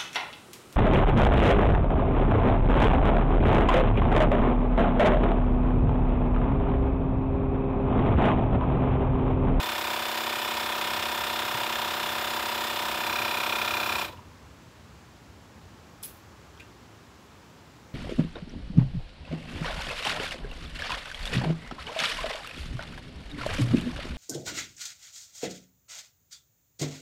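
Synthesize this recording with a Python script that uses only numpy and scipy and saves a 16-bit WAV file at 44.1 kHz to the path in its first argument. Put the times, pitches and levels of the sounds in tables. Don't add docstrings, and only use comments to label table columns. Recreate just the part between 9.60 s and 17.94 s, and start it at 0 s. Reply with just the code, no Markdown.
import sys
import numpy as np
from scipy import signal
from scipy.fft import rfft, irfft, next_fast_len
from scipy.io import wavfile
from scipy.ndimage import uniform_filter1d

SR = 44100
rng = np.random.default_rng(int(sys.argv[2]) if len(sys.argv) > 2 else 0)


def undo_db(level):
    steps = np.asarray(level, float) / 20
    return 10 ** steps


def store_pcm(level_fs):
    pcm = np.round(np.clip(level_fs, -1, 1) * 32767).astype(np.int16)
    wavfile.write(sys.argv[1], SR, np.atleast_2d(pcm).T)


N = 367774

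BODY_DB, FIRM_BODY_DB = -35, 0.58
FIRM_S, FIRM_RISE_S = 3.42, 0.12
OFF_S, FADE_LAG_S = 4.42, 0.012
BODY_FADE_DB_S, RATTLE_FADE_DB_S, GRIND_FADE_DB_S = 185, 250, 132


def pump():
    coasting_s = np.clip(clock() - OFF_S, 0, None)
    turns = crank(coasting_s)
    coasting_s = np.clip(coasting_s - FADE_LAG_S, 0, None)
    firm = .5 + .5 * np.tanh((clock() - FIRM_S) / FIRM_RISE_S)
    shaking = shakes(turns, KNOCKS, rest_db=-10, scatter_db=1.3)
    strokes = cylinder(turns, firm, coasting_s)
    gearing = undo_db(-GRIND_FADE_DB_S * coasting_s) * gear_train(turns, shaking, firm)
    light = reed(turns, firm) + rattle(turns, shaking, firm)
    light = patio(undo_db(-RATTLE_FADE_DB_S * coasting_s) * light)
    return undo_db(BODY_DB + FIRM_BODY_DB * firm) * (undo_db(-BODY_FADE_DB_S * coasting_s) * strokes + gearing + light)


CRANK_START = -.0888
TURN_HZ = 32.85
START_TURNS_S, SAG_TURNS_S2, BRAKE_TURNS_S2 = 33.02, .0834, 105


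def crank(coasting_s):
    speed = START_TURNS_S - SAG_TURNS_S2 * clock() - BRAKE_TURNS_S2 * coasting_s
    return CRANK_START + np.cumsum(np.clip(speed, 0, None)) / SR


VALVE_DB, FIRM_VALVE_DB = -4.5, 1.5


def cylinder(turns, firm, coasting_s):
    thrum = stroke(turns, 0, 500, scatter_db=.8, wobble_s=3e-5, smear=.2)
    pop = stroke(turns, 500, 800, scatter_db=.9, wobble_s=2.5e-5, smear=.17)
    snap = stroke(turns, 800, 1150, scatter_db=1.3, wobble_s=2.5e-5, smear=.11)
    valve = stroke(turns, 1150, 1600, scatter_db=1.1, wobble_s=3e-5, smear=.1)
    valve_db = VALVE_DB + FIRM_VALVE_DB * firm - RATTLE_FADE_DB_S * coasting_s / 2
    return undo_db(-9.5) * thrum + undo_db(-5.5) * pop + undo_db(-3.0) * snap + undo_db(valve_db) * valve


# (pitch [Hz], width [Hz], level [dB])
STROKE = [(237, 19, -3), (330, 15, -5), (380, 54, -6), (465, 75, -11), (591, 81, -3), (736, 83, -2),
          (903, 42, 0), (974, 111, 0), (1085, 59, -9), (1230, 175, -4), (1419, 114, -6), (1564, 34, -3)]
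# (pitch [Hz], place after the slap [turns])
STROKE_WHEN = [(200, 0.4462), (450, 0.338), (600, 0.282), (1000, 0.269), (1120, 0.0072), (1300, -0.139),
               (1450, -0.248), (1600, 0.18)]


def stroke(turns, lo_hz, hi_hz, scatter_db, wobble_s, smear):
    order = np.arange(1, 49)
    order_hz = order * TURN_HZ
    power = 0
    for hz, width, db in STROKE:
        power = power + (undo_db(db) / (1 + (2 * (order_hz - hz) / width) ** 2)) ** 2
    gain = np.sqrt(power)
    delay = np.cumsum(np.interp(order_hz, *np.transpose(STROKE_WHEN)))
    delay = delay + smear * rng.standard_normal(len(order))
    angle = np.arange(-SR // TURN_HZ, SR // TURN_HZ) * TURN_HZ / SR
    use = (order_hz >= lo_hz) & (order_hz < hi_hz)
    waves = np.cos(2 * np.pi * (order[use, None] * (angle + .15) - delay[use, None]))
    shape = gain[use] @ waves * np.hanning(len(angle))
    return level(signal.fftconvolve(ticks(turns, .15, scatter_db, wobble_s), shape, "same"), 0)


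def ticks(turns, at, scatter_db, wobble_s):
    whole = np.arange(int(turns[-1] - at))
    late, size = rng.standard_normal((len(whole), 2)).T
    place = np.interp(whole + at, turns, np.arange(N)) + wobble_s * SR * late
    index = np.round(place).astype(int)[:, None] + np.arange(-8, 9)
    click = np.sinc(index - place[:, None]) * np.hanning(19)[1:-1]
    out = np.zeros(N)
    np.add.at(out, np.clip(index, 0, N - 1), undo_db(scatter_db * size)[:, None] * click)
    return out


REED_DB, FIRM_REED_DB = -6.5, 9
# (pitch [Hz], width [Hz], level [dB])
REED = [(2463, 110, 4.5), (1360, 120, -4), (3950, 114, -2.5), (5700, 320, -33)]


def reed(turns, firm):
    second = -.17 + 9 * TURN_HZ / 2440
    blows = ticks(turns, -.17, 2, 2e-5) + ticks(turns, second, 2, 2e-5)
    tones = 0
    for hz, width, db in REED:
        tones = tones + ring(ring(blows, [(hz, width, db)]), [(hz, 3.5 * width, 0)])
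    return undo_db(REED_DB + FIRM_REED_DB * firm) * level(tones, -2.7)


# (time after the slap [turns], level [dB], decay [turns])
KNOCKS = [
    (-.24, -9, 0.051),
    (-.13, -3, 0.22),
    (-.02, -11, 0.15),
    (.14, -14.5, 0.084),
    (.3, -13, 0.11),
]


def shakes(turns, knocks, rest_db, scatter_db):
    out = undo_db(rest_db)
    for at, db, decay in knocks:
        size = undo_db(db + scatter_db * rng.standard_normal(200))
        since = turns - at
        out = out + size[np.floor(since).astype(int)] * np.exp(-(since % 1) / decay)
    return out


RATTLE_DB, FIRM_RATTLE_DB, FIRM_SHELL_DB = -0.7, -0.37, -2
# (pitch [Hz], level [dB per Hz])
RATTLE = [(820, -32), (1400, -3), (2000, -7), (3560, -5.5), (4270, -10), (5130, -12), (6090, -18),
          (6950, -18), (12300, -23.5), (14100, -40.5), (15800, -24)]
# (pitch [Hz], width [Hz], level [dB])
SHELL = [(1795, 98, 2), (2460, 1400, -3.5), (3500, 180, 2), (4000, 130, -5), (5110, 270, -2),
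         (5650, 160, -10.5), (6950, 580, -1), (8070, 130, 3.5), (10430, 140, 4), (11380, 200, 3)]
# (pitch [Hz], width [Hz], level [dB])
FIRM_SHELL = [(4080, 67, -13), (5640, 150, -1), (1470, 170, -14)]
# (time after the slap [turns], level [dB], decay [turns])
BRUSH_KNOCKS = [
    (-.27, 0, .07),
    (-.05, -5, .1),
    (.29, 1, .11),
]
# (pitch [Hz], width [Hz], level [dB])
BRUSH = [(14130, 1100, 9), (14500, 1200, -16)]


def rattle(turns, shaking, firm):
    clatter = tooth_clatter(turns, uniform_filter1d(shaking, size=50), repeat=0.44, drift_hz=0.43)
    shake = colour(clatter, RATTLE)
    shell = shake + undo_db(FIRM_SHELL_DB * firm) * ring(shake, SHELL) + firm * ring(shake, FIRM_SHELL)
    sparking = shakes(turns, BRUSH_KNOCKS, rest_db=-3, scatter_db=1.5)
    brush = level(ring(sparking * rng.standard_normal(N), BRUSH), -10)
    return undo_db(RATTLE_DB + FIRM_RATTLE_DB * firm) * (level(shell, 2.02) + brush)


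def tooth_clatter(turns, shaking, repeat, drift_hz):
    size = int(SR / TURN_HZ)
    worn = rng.standard_normal((2, size))[:, (turns % 1 * size).astype(int)]
    drift = np.cumsum(drift_hz * (1 + .5 * walk(1.97))) * 2 * np.pi / SR
    same = worn[0] * np.cos(drift) + worn[1] * np.sin(drift)
    teeth = np.sqrt(repeat) * same + np.sqrt(1 - repeat) * rng.standard_normal(N)
    return signal.sosfilt(signal.butter(4, 1550, "high", fs=SR, output="sos"), shaking * teeth)


FIRM_GRIND_DB, FIRM_MESH_DB = 3, -0.5
# (pitch [Hz], level [dB per Hz])
GRIND = [(160, -46), (280, -16), (329, -5), (505, -14), (589, -5), (728, -5), (818, -9), (967, -2),
         (1600, -9), (2080, -39), (3520, -120)]


def gear_train(turns, shaking, firm):
    even = np.sqrt(shaking)
    grind = level(colour(even * rng.standard_normal(N), GRIND), -10.5)
    case = mesh(turns, even, repeat=.45)
    return undo_db(FIRM_GRIND_DB * firm) * grind + undo_db(FIRM_MESH_DB * firm) * case


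PINION_TEETH, WHEEL_TEETH, MESH_DB = 8, 39, -7
# (pitch [Hz], width [Hz], level [dB])
MESH = [(951, 147, 5.5), (635, 110, -5.5), (450, 220, -9)]
# (multiple of the shaft rate, level [dB], lurch once a crank turn [radians])
MOTOR = [(3, -22, 0.66), (6, -30.5, 0.61)]


def mesh(turns, shaking, repeat):
    size = int(SR / TURN_HZ)
    worn = rng.standard_normal(size * PINION_TEETH)[(turns % PINION_TEETH * size).astype(int)]
    teeth = np.sqrt(repeat) * worn + np.sqrt(1 - repeat) * rng.standard_normal(N)
    shaft = turns * WHEEL_TEETH / PINION_TEETH
    hum = 0
    for multiple, db, lurch in MOTOR:
        hum = hum + undo_db(db) * np.sin(2 * np.pi * multiple * shaft + lurch * np.cos(2 * np.pi * turns))
    return level(ring(ring(shaking * teeth, MESH), MESH), MESH_DB) + hum


PUFF_S, PUFF_DB, PUFF_ATTACK_S, PUFF_HOLD_S = 6.427, -41.5, 0.0046, 0.027
LEAK_S, LEAK_DB = .012, -22
GUSH_T60_S, SEEP_DB, SEEP_T60_S = .06, -4, .36
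LOW_HISS_LAG_S, LOW_HISS_DB, LOW_SEEP_DB = 0.0072, -3.5, -5.5
# (pitch [Hz], level [dB per Hz])
PUFF_COLOUR = [(3820, -43), (6500, -16), (8840, -8), (9730, -8), (10400, -4), (11600, -3), (12900, -1),
               (15100, 0), (15600, -7)]
# (time [s], pitch [Hz], level [dB], hold [s], time to fade by 60 dB [s])
SQUEALS = [
    (6.441, 10630, -37.5, .008, .04),
    (6.452, 10860, -60, .005, .22),
    (7.6, 11330, -78, .04, .12),
]
# (distance off pitch [Hz], settling time [s])
SQUEAL_GLIDES = [
    (1199, 0.0029),
    (30, .01),
    (-200, .02),
]


def chuck():
    spit = undo_db(1.8 * walk(400))
    leak = undo_db(LEAK_DB) * swell(PUFF_S - LEAK_S, LEAK_S, 0, GUSH_T60_S)
    high = level(colour(rng.standard_normal(N), [(4000, -35)] + list(PUFF_COLOUR)), -1.5)
    high = high * (gush(PUFF_S, PUFF_HOLD_S, SEEP_DB) + leak)
    low = level(ring(rng.standard_normal(N), [(3260, 2400, 0), (5270, 2900, -2)]), LOW_HISS_DB)
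    low = low * gush(PUFF_S + LOW_HISS_LAG_S, 0, LOW_SEEP_DB)
    squeals = sum(whistle(row, glide, rough=.4) for row, glide in zip(SQUEALS, SQUEAL_GLIDES))
    return spit * undo_db(PUFF_DB) * (high + low) + squeals


def gush(start_s, hold_s, seep_db):
    fast = swell(start_s, PUFF_ATTACK_S, hold_s, GUSH_T60_S)
    slow = swell(start_s, PUFF_ATTACK_S, hold_s, SEEP_T60_S)
    return fast * (1 - undo_db(seep_db)) + slow * undo_db(seep_db)


def whistle(row, glide, rough):
    at, hz, db, hold_s, t60 = row
    off_hz, settle_s = glide
    pitch = hz + off_hz * np.exp(-np.clip(clock() - at, 0, None) / settle_s)
    tone = np.sin(2 * np.pi * np.cumsum(pitch * (1 + .02 * rough * walk(500))) / SR)
    return np.sqrt(2) * undo_db(db + 6 * rough * walk(300)) * swell(at, hold_s / 6, hold_s, t60) * tone


# (time [s], peak level [dB], pitch [Hz], time to fade by 60 dB [s])
TAPS = [(1.941, -25, 131, 0.059), (4.573, -50, 2810, .031), (4.59, -38, 990, .036),
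        (4.626, -50, 1610, .031), (6.003, -53, 1090, .027), (6.4281, -47, 13600, .016),
        (6.4291, -39, 9300, .016), (6.4327, -36, 10300, .016), (6.4342, -40.5, 3500, .04),
        (6.4345, -39, 5200, 0.026), (6.9751, -49, 3200, .031), (6.9981, -39, 2430, .035),
        (7.0016, -49, 3610, .021), (7.0033, -41.5, 2590, .041), (7.0051, -52, 1570, 0.13),
        (7.0132, -52, 2720, .13), (4.532, -41, 495, 0.049), (4.493, -36, 640, .035)]


def clacks():
    out, s = np.zeros(N), np.arange(SR // 5) / SR
    for at, db, hz, t60 in TAPS:
        noise = ring(3.4 * rng.standard_normal(len(s)), [(hz, hz / 4, 0)])
        blow = np.sin(2 * np.pi * hz * s) + 0.81 * noise
        fade = np.minimum(s * hz / 1.5, 1) * np.exp(-np.log(1000) * s / t60)
        out[int(at * SR):][:len(s)] += undo_db(db) * blow * fade
    return out


def patio(x):
    tail = rng.standard_normal(SR // 4) * np.exp(-np.log(1000) * np.arange(SR // 4) / SR / .2)
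    return x + undo_db(-40) * signal.fftconvolve(x, np.r_[np.zeros(300), tail])[:N]


TOWN_DB = -50
# (pitch [Hz], level [dB per Hz])
TOWN = [(22, -36), (40, -18), (64, -3), (120, -1), (163, -7.5), (199, -4.5), (245, -6.5), (400, -11),
        (680, -15), (1030, -13.5), (2040, -20.5), (7700, -29.5), (8300, -36), (15600, -40)]
# (time [s], level [dB], length [s])
PASSES = [
    (.15, 2, .3),
    (1.5, 2.5, 0.16),
    (3.9, 6.5, 3.8),
]


def town():
    size = 2 * next_fast_len(N // 2 + 1)
    f = np.maximum(np.arange(size // 2 + 1) * SR / size, 1)
    hz, db = np.transpose(TOWN)
    spectrum = rfft(rng.standard_normal(size)) * undo_db(np.interp(np.log(f), np.log(hz), db))
    engines_db = -2.8
    for at, db, length_s in PASSES:
        engines_db = engines_db + db * np.exp(-((clock() - at) / length_s) ** 2)
    out, shared = 0, walk(1.0)
    for octave in np.arange(4, 14.6, .5):
        band = np.clip(1 - 2 * abs(np.log2(f) - octave), 0, 1)
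        restless = np.clip((13 - octave) / 6, .2, 1)
        band_db = restless * (0.66 * shared + 1.15 * walk(1.7)) + (5 < octave < 7) * engines_db
        out = out + undo_db(band_db) * irfft(spectrum * band)[:N]
    machine = ring(ring(rng.standard_normal(N), [(168.2, 3.2, 0)]), [(164.0, 15, 0)])
    return level(out, TOWN_DB) + level(machine, -64)


def clock():
    return np.arange(N) / SR


def level(x, db, end=4.4):
    return x * undo_db(db) / np.sqrt(np.mean(x[:int(end * SR)] ** 2))


def swell(start_s, attack_s, hold_s, t60):
    s = clock() - start_s
    return np.clip(s / attack_s, 0, 1) * undo_db(-60 * np.clip(s - attack_s - hold_s, 0, None) / t60)


def walk(rate):
    k = int(SR / rate)
    steps = np.repeat(rng.standard_normal(N // k + 1), k)
    return 1.33 * uniform_filter1d(uniform_filter1d(steps, k), k)[:N]


def ring(x, modes):
    return sum(undo_db(db) * signal.lfilter(*signal.iirpeak(hz, hz / width, SR), x) for hz, width, db in modes)


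def colour(x, points):
    hz, db = np.transpose(points)
    f = np.maximum(np.arange(1025) * SR / 2048, 1)
    cep = irfft(np.interp(np.log(f), np.log(hz), db) * np.log(10) / 20)
    cep[1:1024] *= 2
    cep[1025:] = 0
    return signal.fftconvolve(x, irfft(np.exp(rfft(cep))))[:N]


def scene():
    return (pump() + patio(chuck() + clacks()) + town())[None]


def band_limit(x):
    return signal.sosfilt(signal.butter(12, 16890, fs=SR, output="sos"), x)


TOP_HZ = 15730


def record(dry):
    mix = irfft(rfft(dry) * (np.arange(N // 2 + 1) * SR / N < TOP_HZ), N)
    return band_limit(mix)


dry = scene()
out = record(dry)
store_pcm(out)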